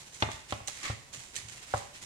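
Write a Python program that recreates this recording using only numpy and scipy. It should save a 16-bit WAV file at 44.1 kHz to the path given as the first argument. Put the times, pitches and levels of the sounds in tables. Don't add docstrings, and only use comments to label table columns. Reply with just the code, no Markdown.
import sys
import numpy as np
from scipy import signal
from scipy.fft import rfft, irfft, next_fast_len
from scipy.io import wavfile
from scipy.ndimage import uniform_filter1d

SR = 44100
rng = np.random.default_rng(int(sys.argv[2]) if len(sys.argv) > 2 else 0)


def log_audio(samples):
    frames = np.atleast_2d(samples).T
    limited = np.clip(frames, -1, 1)
    pcm = np.round(limited * 32767).astype(np.int16)
    wavfile.write(sys.argv[1], SR, pcm)


N = 90404
FFT_SIZE = next_fast_len(2 * N) // 2 * 2


def undb(db):
    return 10 ** (np.asarray(db) / 20)


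def fade(t, t60_s):
    return np.exp(-np.log(1000) * np.minimum(t / t60_s, 10))


def unit_rms(x):
    return x / np.sqrt(np.mean(x ** 2))


def pan(x, db):
    return x * undb(np.array([[db], [-db]]) / 2)


def delay(x, s):
    k = int(np.clip(round(s * SR), 0, N - 1))
    return np.concatenate([np.zeros(x.shape[:-1] + (k,)), x[..., :N - k]], axis=-1)


def colour(x, points):
    hz, db = np.array(points, float).T
    bins_hz = np.arange(FFT_SIZE // 2 + 1) * SR / FFT_SIZE
    gain = unit_rms(undb(np.interp(np.log(bins_hz + 1), np.log(hz), db)))
    cepstrum = irfft(np.log(gain))
    cepstrum[1:FFT_SIZE // 2] *= 2
    cepstrum[FFT_SIZE // 2 + 1:] = 0
    return irfft(rfft(x, FFT_SIZE) * np.exp(rfft(cepstrum)))[..., :N]


def resonate(x, hz, q, db):
    return x + undb(db) * signal.lfilter(*signal.iirpeak(hz, q, fs=SR), x)


def diffuse(x, smooth_hz=120):
    spectrum = rfft(x, FFT_SIZE)
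    power = uniform_filter1d(np.abs(spectrum) ** 2, int(smooth_hz * FFT_SIZE / SR), axis=-1)
    return irfft(spectrum / np.sqrt(power))[..., :N]


def burst(t, t60_s):
    return diffuse(rng.standard_normal(N) * fade(t, t60_s))


def snap(t, t60_s, click_share=0.25):
    return np.sqrt(click_share) * (t == 0) + np.sqrt(1 - click_share) * burst(t, t60_s)


def scatter(x, t, detour_share=0.98):
    detour = signal.fftconvolve(x, burst(t, t60_s=0.012))[:N]
    return np.array([np.sqrt(1 - detour_share) * x + np.sqrt(detour_share) * detour, x])


def grains(stream_per_s=2400, spread_db=3, common_share=0.18):
    size = undb(spread_db * np.minimum(rng.exponential(size=(3, N)), 5))
    fires = rng.random(size.shape) < stream_per_s / SR
    clicks = unit_rms(fires * size * rng.choice([-1, 1], size.shape))
    return np.sqrt(common_share) * clicks[0] + np.sqrt(1 - common_share) * clicks[1:]


def air(level_db=-57, wide_above_hz=700):
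    # (frequency [Hz], relative density [dB])
    spectrum = [(25, -8.5), (60, 2.5), (120, -1), (200, -6), (500, -9.5), (1000, -9.5), (2200, -24),
                (4000, -20), (7000, -18), (10500, -24), (15500, -37.5)]
    mid, side = colour(rng.standard_normal((2, N)), spectrum)
    side = signal.sosfilt(signal.butter(1, wide_above_hz, "high", fs=SR, output="sos"), side)
    return undb(level_db) * np.array([mid + side, mid - side]) / np.sqrt(2)


def rice(t, gain_db=-42.5, rest_db=-19, rumble_db=-57.5):
    # (peak time [s], level [dB], rise [s], fall [s], hollow resonance [Hz])
    pushes = [(0.005, -7.5, 0.018, 0.052, 4000), (0.072, -9, 0.01, 0.026, 6000),
              (0.143, -6.5, 0.021, 0.072, 6300), (0.213, -2, 0.014, 0.041, 6360),
              (0.319, -3, 0.015, 0.055, 4000), (0.514, -4, 0.028, 0.05, 2930),
              (0.689, 0, 0.016, 0.038, 6460), (0.775, -5.5, 0.065, 0.13, 2200),
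              (1.143, -1.5, 0.015, 0.04, 6900), (1.204, -7, 0.025, 0.085, 7400),
              (1.376, -0.5, 0.033, 0.05, 2050), (1.490, -4.5, 0.0071, 0.027, 6500),
              (1.527, -4.5, 0.012, 0.041, 1870), (1.575, -5, 0.0088, 0.028, 2670),
              (1.633, -5.5, 0.015, 0.029, 1300), (1.690, -10.5, 0.018, 0.09, 2200),
              (1.785, -3, 0.1, 0.059, 1990), (1.962, -5.5, 0.025, 0.036, 3100),
              (2.03, -1.5, 0.015, 0.017, 7040)]
    # (frequency [Hz], relative density [dB])
    crackle_spectrum = [(200, -7.5), (700, -4.5), (1400, -3), (2000, 2), (3900, -0.5), (5200, -2),
                        (7000, 0.5), (8800, -6), (10500, -10), (15500, -27.5)]
    # (frequency [Hz], relative density [dB])
    rumble_spectrum = [(30, -13), (60, -9), (85, -11), (125, 6), (165, -5), (230, -13.5), (350, -8.5),
                       (700, -18), (3000, -34)]
    clicks = grains()
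    power = undb(rest_db) ** 2
    weighted = power * clicks
    for peak_s, db, rise_s, fall_s, hollow_hz in pushes:
        age_s = t - peak_s
        swell = undb(db) * np.exp(-np.where(age_s < 0, (age_s / rise_s) ** 2, age_s / fall_s))
        weighted = weighted + swell ** 2 * resonate(clicks, hollow_hz, q=4.4, db=-6.5)
        power = power + swell ** 2
    crackle = weighted / np.sqrt(power)
    rumble = undb(rumble_db) * colour(crackle[0], rumble_spectrum)
    return pan(undb(gain_db) * colour(crackle, crackle_spectrum), db=-1) + rumble


def ticks(t, gain_db=-10):
    # (time [s], level [dB], t60 [s], blade ring [Hz], low-pass [Hz])
    contacts = [(0.146, -12, 0.061, 6300, 10100), (0.3170, -9.5, 0.0066, 4000, 10000),
                (0.675, -3, 0.057, 6250, 15000), (0.6816, -1, 0.036, 4200, 15100),
                (0.8315, -3.5, 0.031, 2860, 8000), (1.136, -16, 0.053, 3030, 9000),
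                (1.3566, -5.5, 0.042, 4060, 12500), (1.3641, 1.5, 0.068, 1800, 11000),
                (1.485, -18, 0.05, 3300, 8000), (1.7772, -10.5, 0.021, 7840, 11000)]
    # (frequency [Hz], relative gain [dB])
    spectrum = [(300, -42), (1300, -16), (1800, 1), (2300, -0.5), (4100, 2.5), (5100, -4), (6500, 4),
                (8300, 1.5), (10500, -6), (15500, -20)]
    hits = 0
    for s, db, t60_s, ring_hz, top_hz in contacts:
        tick = resonate(snap(t, t60_s), ring_hz, q=16, db=4)
        tick = signal.lfilter(*signal.butter(2, top_hz, fs=SR), tick)
        hits = hits + undb(db) * delay(tick, s)
    return pan(undb(gain_db) * scatter(colour(hits, spectrum), t), db=-3.5)


def knocks(t, crack_db=4, mode_jitter=0.0056, mode_spread_s=0.00031):
    blows = [(0.2235, -1, 127, 5540, 1.025), (0.2292, -9.5, 500, 1970, 1.22),
             (0.2887, -15.5, 300, 1420, 1.12), (0.5240, -9.5, 130, 4100, 0.98),
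             (0.604, -25.5, 199.4, 2030, 0.94), (0.6825, -22, 400, 4030, 1),
             (0.8992, -14.5, 296, 1800, 0.95), (1.7379, 2, 546, 1150, 0.975),
             (1.7432, -11.5, 500, 1150, 0.975)]
    # (nominal frequency [Hz], level [dB], t60 [s], left minus right [dB])
    modes = [(225, -38, 0.042, 8), (319, -31.5, 0.054, -14.5), (495, -37, 0.055, -5),
             (607.4, -23, 0.046, -4.5), (708, -36.5, 0.047, 4), (769, -24.5, 0.048, 1),
             (837, -26.5, 0.046, 16.5), (1032, -31.5, 0.057, -6), (1150, -24, 0.021, -8),
             (1477, -31, 0.015, -11), (1740, -32, 0.029, -5), (2050, -29.5, 0.035, 13.5),
             (3300, -25, 0.009, -17)]
    # (frequency [Hz], relative density [dB])
    crack_spectrum = [(200, -7), (450, 0.5), (700, -4.5), (1200, 6), (1900, -2.5), (2800, 1), (4200, -2.5),
                      (5500, -9.5), (8000, -12.5), (12000, -24)]
    out = 0
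    for s, db, low_hz, top_hz, pitch in blows:
        ring = 0
        for hz, mode_db, t60_s, pan_db in modes:
            detune = 1 + mode_jitter * rng.uniform(-1, 1)
            mode = undb(mode_db) * np.sin(2 * np.pi * hz * pitch * detune * t) * fade(t, t60_s)
            ring = ring + pan(delay(mode, rng.uniform(0, mode_spread_s)), pan_db)
        crack = colour(snap(t, t60_s=0.035), crack_spectrum)
        crack = pan(undb(crack_db) * scatter(crack, t), db=2)
        band = np.vstack([signal.butter(3, low_hz, "high", fs=SR, output="sos"),
                          signal.butter(3, top_hz, "low", fs=SR, output="sos")])
        out = out + undb(db) * delay(signal.sosfilt(band, crack - ring), s)
    return out


def thumps(t, rise_s=0.0069):
    # (time [s], level [dB], pitch [ratio])
    bounces = [(0.224, 0, 1.005), (0.2650, -8.5, 1.11), (0.337, -16, 0.77), (0.524, -6.5, 0.96),
               (0.607, -17, 0.94), (0.8965, -1, 1.01), (1.173, -19.5, 1.14), (1.425, -22.5, 1.0),
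               (1.446, -17, 1.03), (1.739, -2.5, 0.99)]
    # (nominal frequency [Hz], level [dB], t60 [s])
    modes = [(60, -66, 0.16), (81.4, -22.5, 0.11), (105.9, -15, 0.085), (127.5, -52, 0.79),
             (224.6, -40.5, 0.15), (335.6, -38.5, 0.075)]
    attack = (1 - np.exp(-t / rise_s)) ** 2
    out = 0
    for s, db, pitch in bounces:
        ring = sum(undb(mode_db) * np.sin(2 * np.pi * hz * pitch * t) * fade(t, t60_s)
                   for hz, mode_db, t60_s in modes)
        out = out + undb(db) * delay(ring * attack, s)
    return pan(out, db=2)


def scrape(t, gain_db=-37.5):
    # (time [s], level [dB])
    stroke = [(0.69, -51), (0.72, -40), (0.816, -14), (0.838, -2.5), (0.857, 4.5), (0.88, -2.5),
              (0.91, -4.5), (0.94, -14.5), (0.99, -40)]
    # (frequency [Hz], relative density [dB])
    spectrum = [(200, -9), (480, -12.5), (950, -8.5), (1200, 0.5), (1450, -10.5), (1750, -1), (2100, 0.5),
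                (2600, -5.5), (3500, -5.5), (5200, -10.5), (7500, -11), (10500, -27.5), (15500, -36)]
    s, db = np.array(stroke).T
    envelope = undb(np.interp(t, s, db)) * (t > s[0]) * (t < s[-1])
    return undb(gain_db) * colour(grains() * envelope, spectrum)


def kitchen(x, t, build_s=0.0064, early_db=-11.5, early_lag_s=0.001092):
    # (band centre [Hz], level [dB], t60 [s])
    octaves = [(125, -14, 0.66), (236, -8, 0.48), (500, -6, 0.4), (1150, -6.5, 0.46), (2150, -5, 0.64),
               (4000, -7, 0.69), (8000, -4.5, 0.45)]
    # (frequency [Hz], relative gain [dB])
    early_spectrum = [(200, -8), (900, -10), (2500, -6), (15000, -1)]
    response = 0
    for hz, db, t60_s in octaves:
        band = signal.butter(2, [hz / np.sqrt(2), hz * np.sqrt(2)], "band", fs=SR, output="sos")
        tail = rng.standard_normal((2, N)) * fade(t, t60_s) * (1 - np.exp(-t / build_s))
        response = response + undb(db) * signal.sosfilt(band, diffuse(tail))
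    early = np.array([delay(burst(t, t60_s=0.053), early_lag_s) for _ in range(2)])
    response = response + undb(early_db) * colour(early, early_spectrum)
    return signal.fftconvolve(x.mean(axis=0)[None], response, axes=1)[:, :N]


def microphones(x, left_lag_s=0.00022):
    # (frequency [Hz], left minus right [dB])
    facing = [(100, -1), (600, -1), (1200, -1), (2500, -2.5), (4500, -4.5), (7500, -7.5), (8800, -12.5),
              (9800, 6.5), (12000, 2.5), (15000, -5)]
    hz, db = np.array(facing).T
    bins_hz = np.arange(N + 1) * SR / (2 * N)
    side_db = np.interp(np.log(bins_hz + 1), np.log(hz), db)
    gains = undb(np.array([side_db, -side_db]) / 2)
    left, right = irfft(rfft(x, 2 * N) * gains)[:, :N]
    return np.array([delay(left, left_lag_s), right])


def scene():
    t = np.arange(N) / SR
    bowl = knocks(t) + thumps(t) + ticks(t) + rice(t) + scrape(t)
    return microphones(bowl + kitchen(bowl, t)) + air()


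def record(dry):
    return signal.sosfilt(signal.ellip(8, .2, 70, 16000, fs=SR, output="sos"), dry)


dry = scene()
out = record(dry)
log_audio(out)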